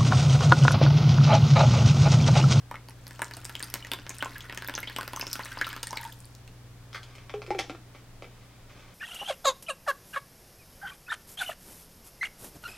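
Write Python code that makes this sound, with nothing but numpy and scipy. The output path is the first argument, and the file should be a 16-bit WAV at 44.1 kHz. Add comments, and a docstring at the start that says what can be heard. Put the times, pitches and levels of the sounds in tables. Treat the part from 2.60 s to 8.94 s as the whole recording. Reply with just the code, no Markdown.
"""In a small humming room, a thin stream of water is poured into a small plastic cup in a plastic tank.
Drops slap the cup's damped modes, close craters with a spike, tick with spray and ring rising bubbles.
Chirping and bursting bubbles join the stream's swarms, fizz and patter; it ends in a gurgle and drips.
A bottle is set down and rocks, its two low modes bent by sloshing water; plastic in the hand taps,
clinks and slides as contacts and tiny slips ring its resonances."""
import sys
import numpy as np
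from scipy import signal
from scipy.fft import rfft, irfft
from scipy.io import wavfile
from scipy.ndimage import uniform_filter1d

SR = 44100
rng = np.random.default_rng(int(sys.argv[2]) if len(sys.argv) > 2 else 0)


def to_wav(s):
    """Save 16-bit WAV."""
    ch = np.atleast_2d(s).T  # columns
    pcm = np.round(np.clip(ch, -1, 1) * 32767)  # PCM
    wavfile.write(sys.argv[1], SR, pcm.astype(np.int16))


N = 279594

# All levels in the tables are relative.
# Distinct drops and bubbles in the cup, loud and faint. Each row: start in seconds, slap in dB,
# spray tick in dB, bubble pitch in Hz, bubble level in dB.
DROP_EVENTS = [(0.1123, -5, -18.5, 950, -17.5), (0.1422, -7, -25.5, 1270, -23),
               (0.1557, -10, -22, 2053, -23), (0.286, -12.5, -20, 873, -37.5),
               (0.307, -21, -25, 1980, -38.5), (0.4679, -12.5, -15, 4770, -29),
               (0.5085, -12, -16, 1700, -31.5), (0.593, -4.5, -19, 910, -23), (0.6187, 5.5, -5, 1620, -14),
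               (0.6202, -8, -23.5, 910, -21), (0.7108, -7.5, -16, 1700, -29),
               (0.737, -12.5, -15, 4430, -23), (0.7697, -9.5, -16, 650, -35.5),
               (0.852, -7, -8, 8400, -18.5), (0.895, -6, -13, 1470, -30.5), (0.953, -5.5, -6, 3145, -18.5),
               (1.0041, -6, -15, 1720, -25), (1.0269, -4.5, -5.5, 8800, -16),
               (1.033, -13.5, -24, 4690, -18), (1.14, 2.5, 3.5, 12700, -13), (1.156, -2.5, -20, 1700, -53),
               (1.248, -8, -14.5, 1880, -25), (1.269, -10, -16.5, 1570, -47),
               (1.3165, 4.5, -2.5, 3404, -14), (1.335, 2, 1.5, 3523, -17.5), (1.388, -8, -29, 1540, -39),
               (1.4658, -4, -23, 1660, -53), (1.4941, -9.5, -3.5, 6500, -15.5),
               (1.5045, -6, -16, 2245, -27), (1.625, 7, -7, 1490, -15.5), (1.6578, -2, -20, 1035, -21.5),
               (1.8065, -17, -17, 3300, -26.5), (1.8968, -4.5, -22.5, 1870, -25),
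               (1.925, -3, -16, 1490, -39), (1.9472, -13, -12, 1456, -36), (1.9747, -2.5, -2.5, 1782, -25),
               (2.022, -4, -14, 1600, -26), (2.0457, -12, -14, 1566, -28), (2.0762, -30, -14.5, 13900, -18),
               (2.0855, 0.5, -11, 1608, -24.5), (2.096, 0.5, -11, 1580, -46), (2.139, -6, -15, 3460, -27),
               (2.152, -5.5, -11.5, 6050, -14), (2.1782, 3, -14, 1405, -22.5), (2.23, -9, -15, 2090, -30),
               (2.274, -5.5, -26, 3300, -37), (2.2976, -9, -15.5, 1698, -27.5), (2.363, 3.5, -7, 3067, -24),
               (2.3852, 0.5, -9.5, 1053, -18.5), (2.41, -4.5, -5.5, 1510, -21.5),
               (2.4308, -5.5, -12.5, 1320, -38), (2.478, -2.5, -4.5, 1400, -32),
               (2.5333, -2, -9, 986, -24.5), (2.562, -7, -3, 1060, -51), (2.5965, -1.5, -20, 12600, -19),
               (2.6117, -13, -36.5, 5200, -14.5), (2.6261, -2, -24.5, 1022, -26.5),
               (2.668, -3, -12, 5300, -19), (2.7306, -21.5, 4.5, 5092, -15), (2.755, -2, -7.5, 1500, -25),
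               (2.793, -0.5, -14.5, 1003, -26), (2.856, -11, -11.5, 1235, -36),
               (2.9191, -19, -16, 3210, -35), (2.9718, -3, -35, 991, -27), (3.013, 3, -4, 1650, -18),
               (3.0445, -23, -21, 3690, -22.5), (3.0679, -7.5, -6.5, 1315, -22.5),
               (3.1294, -10, -10.5, 1680, -24.5), (3.164, -5.5, -9, 1307, -32), (3.23, -4, -5, 6470, -20),
               (3.2321, -3.5, -3.5, 3660, -25), (3.2707, -13, -4, 1794, -28.5),
               (3.3292, -2, -10.5, 1012, -24), (3.3706, -4, -11.5, 2195, -27.5),
               (3.4311, -16, -16, 1170, -45), (3.451, -18, -14, 3300, -34), (3.4758, -28.5, -25, 1300, -45),
               (3.877, -22, -24, 2670, -40)]
# Strength of the stream. Each row: time in seconds, small bubbles in dB, spray in dB.
STREAM_FLOW = [(0, -38, -30), (.5, -13.5, -6), (1.0, -6, -3), (1.45, -11.5, -7.5), (1.65, -5, 0.5),
               (2.15, -4.5, -11), (2.7, -5, 6), (3.12, 3.5, 1), (3.23, -8.5, -8), (3.46, -0.5, 5),
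               (3.57, -32, -1.5), (4.1, -55, -35)]
# Colour of the spray. Each row: frequency in Hz, level in dB.
SPRAY_COLOUR = [(100, -41), (1500, -25), (3500, -6.5), (5000, -0.5), (6400, -6.5), (7400, -9), (8600, -5.5),
                (10500, -12.5), (12500, -7.5), (15000, -15.5), (17000, -11.5)]
# Bottle rocking on the table. Each row: start in seconds, lower mode in dB, upper mode in dB, clack in dB.
BOTTLE_KNOCKS = [(4.7397, -24.5, -35, -7), (4.819, -61, -56.5, -5.5), (4.879, -36, -50, -18.5),
                 (4.9056, -24.5, -19.5, -1.5), (4.9483, -28.5, -33.5, -8), (4.9901, -33, -26.5, 8),
                 (5.0968, -34, -39, -2.5), (5.1486, -58.5, -40, -13)]
# Colour of plastic struck or rubbed. Each row: frequency in Hz, level in dB.
PLASTIC_COLOUR = [(100, -41.5), (350, -5), (900, -5), (1500, -4), (2300, -0.5), (2700, -2.5), (3150, -5),
                  (3550, -4.5), (4200, -14), (5300, -12), (8000, -26.5), (16000, -48.5)]


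def amp(db):
    """Decibels to gain."""
    return 10 ** (np.asarray(db) / 20)


def evened(x):
    """Scales to an rms of one."""
    return x / np.sqrt(np.mean(x ** 2) + 1e-20)


def decay(t, t60):
    """Exponential decay by 60 dB in t60."""
    return np.exp(-np.log(1000) * t / t60)


def read(points, hz):
    """Interpolates a spectrum table on a log-frequency axis."""
    f, value = np.transpose(points)
    return np.interp(np.log(hz + 1), np.log(f + 1), value)


def curve(rows, column):
    """One column of a time table, at every sample."""
    rows = np.array(rows)
    return np.interp(np.arange(N) / SR, rows[:, 0], rows[:, column])


def add(mix, s, sound):
    """Mixes a sound in at time s."""
    part = mix[max(round(s * SR), 0):][:len(sound)]
    part += sound[:len(part)]


def colour(x, points, tilt_db=0, size=2048):
    """Minimum-phase filter with the given spectrum, tilted about 2 kHz by tilt_db per octave."""
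    hz = abs(np.fft.fftfreq(size, 1 / SR))
    octaves = np.log2(np.maximum(hz, 500) / 2000)
    log_gain = np.log(amp(read(points, hz) + tilt_db * octaves))
    taps = np.fft.ifft(np.exp(np.conj(signal.hilbert(log_gain)))).real
    return signal.oaconvolve(x, taps[:size // 2])[:len(x)]


def resonate(x, hz, width_hz):
    """A resonance of gain one that can follow a moving pitch: shift to 0 Hz, smooth, shift back."""
    turn = np.exp(2j * np.pi * np.cumsum(hz * np.ones(len(x))) / SR)
    r = np.exp(-np.pi * width_hz / SR)
    return 2 * (turn * signal.lfilter([1 - r], [1, -r], x / turn + 1e-18)).real


def burst(t60, attack_s, size=3000):
    """A quick spatter of tiny impacts that swells and dies; energy one."""
    t = np.arange(size) / SR
    hit = rng.standard_normal(size) * decay(t, t60) * (1 - np.exp(-t / attack_s))
    return hit / np.linalg.norm(hit)


def background(waver=0.069):
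    """Mains hum of appliances, wavering a little, over the still air of the room."""
    # Still air. Each row: frequency in Hz, level in dB per Hz.
    air_colour = [(12, -28.5), (20, 5), (65, -19), (81, -14), (101, 4), (123, -2.5), (146, -10), (177, -12),
                  (228, -20.5), (270, -18), (347, -22), (1440, -29), (3070, -34.5), (3340, -34.5),
                  (16000, -46)]
    # Each row: frequency in Hz, side in dB relative to mid.
    air_width = [(60, -19), (180, -12), (550, -7.5), (1650, -7.5), (4970, 0.5), (15000, -1)]
    # Hum lines. Each row: frequency in Hz, level in dB before the hum's fade.
    hum_lines = [(59, -58), (100.5, -66.5), (120, -50.5), (178.5, -67.5), (275, -69.5)]
    # Each row: time in seconds, gain of the hum in dB.
    hum_fade = [(0, 0.5), (5.15, -1), (5.4, -3.5), (6.34, -5)]
    hz, t = np.fft.rfftfreq(N, 1 / SR), np.arange(N) / SR
    # the room air's bass rumble: Hz, dB
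    low_air_colour = [(45, 0.5), (60, -22), (80, 4.0), (120, -9.5), (160, -0.5), (220, 6.5)]
    air = rfft(rng.standard_normal((2, N))) * amp(read(air_colour, hz) + read(low_air_colour, hz))
    air *= amp(-58.5) / irfft(air[0] * (hz > 300), N).std()  # sets mid rms above 300 Hz
    air[1] *= amp(read(air_width, hz))
    out = irfft(air, N)
    for line_hz, db in hum_lines:
        knots = rng.standard_normal(50) + 1j * rng.standard_normal(50)
        drift = np.interp(t, np.linspace(0, t[-1], 50), knots)
        tone = (1 + waver * drift) * np.exp(2j * np.pi * (line_hz * t + rng.random()))
        out[0] += np.sqrt(2) * amp(db + curve(hum_fade, 1)) * tone.real
    return out


def diffuse():
    """Sparse echoes of random sign, each band dying at its own speed; energy one."""
    # Each row: frequency in Hz, t60 in seconds.
    room_t60 = [(100, 0.65), (500, 0.318), (2000, 0.21), (6000, 0.28), (16000, 0.13)]
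    taps = (rng.random(SR // 2) < .08) * rng.choice([-1., 1.], SR // 2)
    taps[:int(.006 * SR)] = 0
    hz, t, z = signal.stft(taps, SR, nperseg=256)
    tail = signal.istft(z * decay(t, read(room_t60, hz)[:, None]), SR, nperseg=256)[1]
    return tail / np.linalg.norm(tail)


def space(x, walls_db, room_db, dull_db, off_axis=0.107):
    """Quick echoes off nearby walls, then the room; returns mid and side."""
    # Tank's far wall and the room's nearest. Each row: delay in seconds, level in dB.
    wall_echoes = [(.0074, -20.5), (0.027, -38)]
    # Diffuse sound. Each row: frequency in Hz, side gain in dB.
    room_width = [(100, -9), (1000, -58), (2200, -15.5), (5000, -12.5), (9000, -4), (16000, 0.5)]
    out, t = [], np.arange(SR // 20) / SR
    for _ in range(2):
        walls = (rng.random(len(t)) < .05) * rng.standard_normal(len(t))
        walls = walls * np.exp(-t / 0.0081) * (t > .0008)
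        echo = amp(room_db) * diffuse()
        add(echo, 0, amp(walls_db) * walls / np.linalg.norm(walls))
        for delay_s, db in wall_echoes:
            add(echo, delay_s, amp(db) * burst(t60=.004, attack_s=.0005))
        reflected = signal.oaconvolve(x, echo)[:N]
        out.append(colour(reflected, [(100, 0.0059), (2500, 0.006), (12000, dull_db)]))
    # direct sound reaches one of two close ports a moment earlier
    side = colour(out[1], room_width) + off_axis * np.gradient(x)
    return np.array([x + out[0], side])


def thin_plastic(x):
    """Rings the resonances of thin plastic; neighbouring ones swing opposite ways."""
    # Each row: frequency in Hz, width in Hz, level in dB.
    plastic_modes = [(1166, 114, 13), (1350, 130, 11.5), (1530, 120, 11), (1750, 130, 9), (2110, 160, 2),
                     (3300, 70, 5), (4540, 365, -2)]
    return sum((-1) ** k * amp(db) * resonate(x, hz, width_hz)
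               for k, (hz, width_hz, db) in enumerate(plastic_modes))


def rubs(grain_db=1.5, slips_per_s=1100, ring_db=-9):
    """Plastic sliding in the hand: a fading run of separate tiny slips that ring its resonances."""
    # Each row: start in seconds, length in seconds, level in dB.
    slides = [(4.342, 0.045, -41.5), (4.431, 0.33, -59), (5.336, 0.089, -59), (5.621, 0.9, -66.5),
              (6.086, 0.15, -57.5), (6.154, 0.31, -59)]
    out = np.zeros(N)
    for s, length_s, db in slides:
        age = np.linspace(0, 1, int(length_s * SR))
        grain = amp(grain_db * np.minimum(rng.exponential(1, len(age)), 2))
        sizes = rng.standard_normal(len(age)) * grain
        slips = colour(sizes * (rng.random(len(age)) < slips_per_s / SR), PLASTIC_COLOUR)
        rubbed = evened(slips + amp(ring_db) * thin_plastic(slips))
        add(out, s, amp(db) * rubbed * np.minimum(age * 10, 1) * (1 - age))
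    return out


def clinks():
    """Thin plastic clinks and bounces as the bottle is lowered: quick contacts set it ringing."""
    # Each row: start in seconds, level in dB.
    contacts = [(4.3461, -10), (4.357, -12), (4.377, -18)]
    hits = np.zeros(N)
    for s, db in contacts:
        add(hits, s, amp([db]))
    return thin_plastic(hits)


def clacks(shell_db=-45, contact_db=-3.0):
    """Hard plastic chatters in sharp, slightly gritty contacts and its shell rings."""
    # Light taps in the hand. Each row: start in seconds, level in dB, brightness in dB per octave.
    hand_taps = [(4.3303, -12, 3.5), (4.4314, -12, 3.5), (4.553, -20.5, 7), (4.583, -14.5, -2),
                 (4.696, -6.5, -1.5), (4.8645, -14, 2.5), (4.9863, -8, 4), (5.007, -5, 2),
                 (5.349, -19.5, -7), (5.623, -8.5, -2), (5.644, -13.5, -5)]
    # Plastic shell. Each row: frequency in Hz, level in dB, t60 in seconds.
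    shell_modes = [(517, -20, 0.025), (1400, 1, .08), (1850, -26.5, .12), (2200, -15, 0.1),
                   (2301, -10.5, 0.14), (2450, -14, 0.16), (2624, -16, 0.15), (2780, -14.5, 0.18),
                   (3300, -18, 0.2), (3550, -14.5, 0.2), (4604, -5.5, .13), (5267, -2, 0.074),
                   (5460, -14, 0.12)]
    # Chatter after each contact. Each row: delay in seconds before a random stretch, level in dB.
    chatter = [(0, -0.5), (.0066, -13), (0.017, -19)]
    tilt_db, harder_tilt_db = -0.5, 0.2971  # dB per octave; more per dB of force: harder is brighter
    spot_db = 2
    out, t = np.zeros(N), np.arange(SR // 4) / SR
    knocks = [(s, db, tilt_db + harder_tilt_db * db) for s, _, _, db in BOTTLE_KNOCKS]
    for s, db, tilt in knocks + hand_taps:
        # each blow lands on a different spot and favours different modes
        shell = sum(amp(mode_db + spot_db * rng.standard_normal()) * decay(t, t60)
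                    * np.sin(2 * np.pi * hz * t) for hz, mode_db, t60 in shell_modes)
        for delay_s, rebound_db in chatter:
            contact = .7 * burst(t60=.006, attack_s=.0002)
            contact[0] += 1
            at_s = s + delay_s * rng.uniform(.85, 1.15)
            hit = amp(db + rebound_db) * colour(contact, PLASTIC_COLOUR, tilt)
            add(out, at_s, amp(contact_db) * hit)
            add(out, at_s, amp(shell_db) * signal.fftconvolve(hit, shell))
    return out


def bottle(ring_db=1.0, lower_width_hz=10, upper_width_hz=17, choke_t60_s=0.055,
           thump_db=5, thump_hz=500, thump_width_hz=130, rap_hz=720, rap_width_hz=260):
    """Knocks thump the table and ring two water-laden bottle modes until the next contact chokes them."""
    # Sloshing water bends the modes. Each row: time in seconds, lower mode in Hz, upper mode in Hz.
    slosh_pitch = [(4.746, 416, 801.6), (4.85, 418, 790), (4.908, 339, 806.3), (4.931, 384, 883),
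                   (4.955, 398.3, 770.4), (4.99, 327.4, 772.6), (5.059, 312, 827), (5.099, 280, 766),
                   (5.14, 346.5, 722)]
    out, t = np.zeros(N), np.arange(SR // 3) / SR
    blow = 1. * (t == 0)
    times, lower_hz, upper_hz = np.transpose(slosh_pitch)
    next_contacts = [row[0] for row in BOTTLE_KNOCKS[1:] + BOTTLE_KNOCKS[-1:]]
    for (s, lower_db, upper_db, _), until in zip(BOTTLE_KNOCKS, next_contacts):
        modes = [(amp(lower_db + ring_db), np.interp(s + t, times, lower_hz), lower_width_hz),
                 (amp(upper_db + ring_db), np.interp(s + t, times, upper_hz), upper_width_hz),
                 # broad thump and rap of the table, opposite in sign to the bottle's ring
                 (-amp(lower_db + thump_db), thump_hz, thump_width_hz),
                 (-amp(upper_db + thump_db), rap_hz, rap_width_hz)]
        # scaled so that a mode starts near its gain whatever its width
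        ring = sum(gain * resonate(blow, hz, width_hz) * SR / (2 * np.pi * width_hz)
                   for gain, hz, width_hz in modes)
        add(out, s, ring * decay(np.maximum(s + t - until, 0), choke_t60_s))
    # a soft contact holds no treble
    return colour(out, [(100, 8.0), (300, -3.5), (950, -4.0), (1800, -3), (6000, -27)])


def bubble(hz, t60, rise):
    """A trapped bubble swells over a cycle or two and rings, going up in pitch as it nears the surface."""
    age = np.arange(int(t60 * SR) + 2) / SR / t60
    rise = rise / (1 + (hz / 6000) ** 2)  # the tiniest die before they get far
    turns = np.cumsum(hz * (1 + rise * (age - .1))) / SR
    return np.sin(2 * np.pi * turns) * decay(age, 1) * (1 - np.exp(-turns ** 2))


def pops(ping_db=1, ping_t60_s=0.0015, film_db=3, film_t60_s=0.00246):
    """Tiny bubbles burst: the film tears with a tick and the hollow pings for a few cycles."""
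    # Each row: start in seconds, pitch in Hz, level in dB.
    film_bursts = [(0.2967, 10000, -31), (0.48, 11130, -26.5), (0.6195, 9000, -13.5), (0.6448, 7120, -18.5),
                   (0.7687, 8400, -22.5), (0.8465, 7800, -21), (0.9957, 7300, -21), (1.1012, 11550, -23.5),
                   (1.5524, 10640, -30.5), (1.5846, 8600, -20.5), (1.647, 7040, -18.5),
                   (1.7823, 12000, -26), (2.1878, 11500, -26), (2.2041, 12100, -22), (2.8497, 8700, -21.5),
                   (3.091, 12370, -23.5), (3.308, 5600, -18), (3.413, 11600, -27.5), (3.4415, 10400, -25),
                   (3.5265, 12070, -30.5), (3.604, 8580, -28.5), (3.655, 9800, -30.5), (3.751, 5260, -26.5)]
    out = np.zeros(N)
    for s, hz, db in film_bursts:
        add(out, s, amp(db + ping_db) * bubble(hz, ping_t60_s, 0.43))
        tear = colour(burst(t60=film_t60_s, attack_s=0.00018), SPRAY_COLOUR)
        add(out, s, amp(db + film_db) * tear)
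    return out


def chirps(chirp_db=1.0, shed_db=-10.5, peak_age=0.2, bend=1.41, waver_octaves=.055, flutter_share=.38):
    """Air pinched off under the surface swells, climbs ever faster, shakes and sheds smaller bubbles."""
    # Each row: start in seconds, length in seconds, first pitch in Hz, climb in octaves, level in dB.
    pinched_air = [(1.225, 0.00695, 2820, 0.19, -36.5), (1.605, 0.02, 2880, 0.36, -36.5),
                   (1.756, 0.014, 1540, 0.59, -35), (2.065, 0.0122, 3300, 0.3, -42),
                   (2.14, 0.00763, 3210, 0.48, -38.5), (2.229, 0.014, 2060, 0.24, -32),
                   (2.2724, 0.02026, 3078, 0.405, -33), (2.362, 0.017, 2857, 0.46, -37),
                   (2.572, 0.00897, 1060, 0.34, -30.5), (2.613, 0.0078, 2660, 0.22, -31.5),
                   (2.714, 0.00228, 5300, 0.24, -30), (2.8, 0.016, 1596, 1.44, -34.5),
                   (2.834, 0.0057, 4270, 0.34, -37), (2.858, 0.00723, 1850, 0.34, -35),
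                   (2.915, 0.0188, 1530, 0.15, -35), (2.988, 0.0049, 4480, 0.45, -33.5),
                   (3.013, 0.012, 1530, 0.69, -21.5), (3.045, 0.0081, 2670, 0.89, -32.5),
                   (3.103, 0.0062, 2800, 0.73, -36), (3.356, 0.0064, 4540, 0.49, -38.5),
                   (3.3724, 0.0044, 2087, 0.356, -27), (3.3731, 0.003, 3820, 0.68, -26),
                   (3.404, 0.0082, 1560, .2, -43), (3.432, 0.01, 1850, 0.115, -39.5),
                   (3.494, 0.0091, 1720, 0.11, -45), (3.522, 0.0046, 3200, 0.36, -40.5),
                   (3.645, 0.0044, 4700, 0.18, -48.5)]
    out = np.zeros(N)
    for s, length_s, hz, octaves, db in pinched_air:
        age = np.linspace(0, 1, int(length_s * SR))
        # the churning water shakes pitch and strength
        waver, flutter = (evened(uniform_filter1d(z - z.mean(), size=40))
                          for z in rng.standard_normal((2, len(age))))
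        turns = np.cumsum(hz * 2 ** (octaves * age ** bend + waver_octaves * waver)) / SR
        swell = age / peak_age * np.exp(1 - age / peak_age) * np.minimum(10 * (1 - age), 1)
        strength = amp(db + chirp_db) * swell * (1 + flutter_share * flutter)
        add(out, s, strength * np.sin(2 * np.pi * turns))
        for delay_s, shift in rng.uniform((0, -.6), (.022, .6), (5, 2)):
            add(out, s + delay_s, amp(db + shed_db) * bubble(hz * 2 ** shift, length_s, 1 / 2))
    return out


def gurgle(fade_db=-11.5, rise=0.0638):
    """As the stream breaks up, one large bubble bloops repeatedly: it swells, rises and stops short."""
    # Each row: start in seconds, length in seconds, pitch in Hz, level in dB.
    bloops = [(3.305, 0.024, 873, -36), (3.332, 0.0084, 950, -40), (3.359, .022, 847, -36),
              (3.4007, 0.017, 884.5, -34.5), (3.433, .016, 870, -39), (3.45, 0.0218, 892.4, -30.5)]
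    out = np.zeros(N)
    for s, length_s, hz, db in bloops:
        age = np.linspace(0, 1, int(length_s * SR))
        turns = np.cumsum(hz * (1 + rise * age)) / SR
        edges = np.minimum(10 * np.minimum(age, 1 - age), 1)
        add(out, s, amp(db + fade_db * age) * edges * np.sin(2 * np.pi * turns))
    return out


def cup(x, top_hz=4500, wander_octaves=.13):
    """Water and thin cup walls answer a slap; pitches wander as drops land in different spots."""
    # Each row: centre frequency in Hz, width in Hz, level in dB.
    cup_modes = [(319, 361, -1.5), (595, 334, -2.5), (944, 146, 4.5), (1650, 340, 2.5), (2304, 271, -4.5),
                 (2820, 237, -3), (3480, 86, -5), (5300, 330, -13.5)]
    knots = rng.uniform(-wander_octaves, wander_octaves, 150)
    wander = 2 ** np.interp(np.arange(N), np.linspace(0, N, 150), knots)
    # neighbouring modes swing opposite ways
    ring = sum((-1) ** k * amp(db) * resonate(x, hz * wander, width_hz)
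               for k, (hz, width_hz, db) in enumerate(cup_modes))
    return signal.sosfilt(signal.butter(4, top_hz, fs=SR, output="sos"), ring)


def swarm(count, level, low_hz, octaves, slope_db, spread_db, cycles, rise):
    """Many small bubbles of random pitch, size and life; most are faint."""
    out = np.zeros(N)
    for when, pitch, size, life in rng.random((count, 4)):
        s = when * STREAM_FLOW[-1][0]
        hz = min(low_hz * 2 ** (octaves * pitch), SR / 2.8)
        db = slope_db * octaves * pitch - spread_db * np.log(size + .05)
        add(out, s, level[int(s * SR)] * amp(db) * bubble(hz, cycles * (.5 + life) / hz, rise))
    return out


def stream(bubble_db=-47, spray_db=-52, wash_db=-52, patter_db=-20, patter_per_s=300,
           mist_db=-59, grain_db=27.0):
    """The stream drags under bubbles and a fainter wash, throws fine spray and patters on the cup."""
    churn, spray = amp(curve(STREAM_FLOW, 1)), amp(curve(STREAM_FLOW, 2))
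    small = swarm(count=1600, level=churn, low_hz=1100, octaves=2.2, slope_db=-.5, spread_db=3.5,
                  cycles=34, rise=.6)
    fine = swarm(count=1500, level=spray, low_hz=4500, octaves=1.8, slope_db=0, spread_db=5,
                 cycles=18, rise=.1)
    wash = swarm(count=4500, level=churn, low_hz=1300, octaves=1.8, slope_db=-1, spread_db=1.5,
                 cycles=26, rise=.5)
    patter = (rng.random(N) < patter_per_s / SR) * rng.standard_normal(N)
    # the tiniest droplets merge into a fizz
    grain = amp(grain_db * np.minimum(rng.exponential(1, N), 5))
    mist = evened(rng.standard_normal(N) * grain)
    bubbles = amp(bubble_db) * small + amp(wash_db) * wash + amp(spray_db) * fine
    fizz = amp(mist_db) * colour(mist * spray, SPRAY_COLOUR)
    return bubbles + amp(patter_db) * cup(patter * churn) + fizz


def dribble(count=190, slap_db=-20, tick_db=-23, bubble_db=-36, spread_db=4, low_hz=1300, octaves=2.495):
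    """Small drops at loose intervals, following the stream's strength; rows like DROP_EVENTS."""
    from_s, to_s = .45, 3.3
    gather_s = 0.027  # a distinct drop gathers the water ahead of it: small ones this long before are muted
    churn, spray = curve(STREAM_FLOW, 1), curve(STREAM_FLOW, 2)
    rows = []
    for k, (when, pitch, a, b, c) in enumerate(rng.random((count, 5))):
        s = from_s + (to_s - from_s) * (k + when) / count
        at = int(s * SR)
        slap, tick, ring = spread_db * (2 * np.array([a, b, c]) - 1)
        gathered = any(0 < drop[0] - s < gather_s for drop in DROP_EVENTS)
        clear_db = -60 if gathered else 0
        rows.append((s, clear_db + slap_db + churn[at] + slap,
                     clear_db + tick_db + spray[at] / 2 + tick,
                     low_hz * 2 ** (octaves * pitch),
                     clear_db + bubble_db + churn[at] / 2 + ring))
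    return rows


def collapse(hz, size=132):
    """The crater under a drop snaps shut: a sharp pressure spike between two dips, strongest near hz."""
    u = np.pi * hz * (np.arange(size) - size / 4) / SR
    return (1 - 3 * u ** 2) / (1 + u ** 2) ** 3


def drops(slap_db=-2.5, crater_db=-18.5, tick_db=-2.5, bubble_db=-3, rise=0.41, splatter=0.73,
          snap=0.37, satellite_db=-9, lead_s=.0001):
    """Each drop: a slap, its crater's collapse, a tick of spray, and a bubble that sheds smaller ones."""
    ring_s = 0.0424  # t60 of a 1 kHz bubble in deep water; inverse to pitch
    shallow_ring, fill_s = 0.513, 2.53  # share of the ring in the empty cup; time to reach all of it
    slaps, craters, ticks, bubbles = np.zeros((4, N))
    for s, slap, tick, hz, db in DROP_EVENTS + dribble():
        depth = min(shallow_ring + (1 - shallow_ring) * s / fill_s, 1)
        t60 = ring_s * depth * 1000 / hz
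        add(slaps, s, amp([slap]))
        add(slaps, s, amp(slap) * splatter * burst(t60=0.049, attack_s=0.00093))
        add(craters, s, amp(slap) * collapse(np.clip(hz, 1000, 1800)))
        # every splash breaks up differently, so each has its own humps in the treble
        humps = [(f, 3.5 * rng.standard_normal()) for f in np.linspace(2000, 16000, 12)]
        add(ticks, s - lead_s, amp(tick) * colour(burst(t60=.004, attack_s=.002), humps))
        add(ticks, s + .0007, snap * amp([tick]))
        own_rise = rise * (.5 + rng.random()) * min(hz / 2000, 1)
        add(bubbles, s, amp(db) * bubble(hz, t60, own_rise))
        for delay_s, octaves in rng.uniform((.001, -.5), (.016, .5), (3, 2)):
            satellite = bubble(hz * 2 ** octaves, t60 / 2, rise)
            add(bubbles, s + delay_s, amp(db + satellite_db) * satellite)
    impact = amp(slap_db) * cup(slaps) + amp(crater_db) * craters
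    spray = amp(tick_db) * colour(ticks, SPRAY_COLOUR)
    return impact + spray + amp(bubble_db) * bubbles


def scene():
    """The pour in the tank, the handling beside it, and the room."""
    pour = drops() + chirps() + pops() + gurgle() + stream()
    # a small cup radiates little bass
    pour = colour(pour, [(100, -13.5), (170, -6.5), (250, 2.5), (420, -3), (650, -2.5),
                         (1000, -1.0), (16000, 2.0)])
    water = space(pour, walls_db=-9.5, room_db=-11.0, dull_db=-2.0)
    handling = space(clacks() + clinks() + rubs(), walls_db=0.0, room_db=-4.0, dull_db=5.5)
    mid, side = water + handling + background()
    # the bottle's low ring comes straight through the table and barely stirs the room
    low = bottle()
    mid = mid + low + amp(-11.0) * signal.oaconvolve(low, diffuse())[:N]
    return np.array([mid + side, mid - side]) * amp([[.22], [-.22]])  # balance in dB


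def record(dry, edge_hz=16100):
    """Linear-phase low-pass that limits the band."""
    taps = signal.firwin(511, edge_hz, window=("kaiser", 9), fs=SR)
    return signal.oaconvolve(dry, taps[None], "same")


dry = scene()
out = record(dry)
to_wav(out)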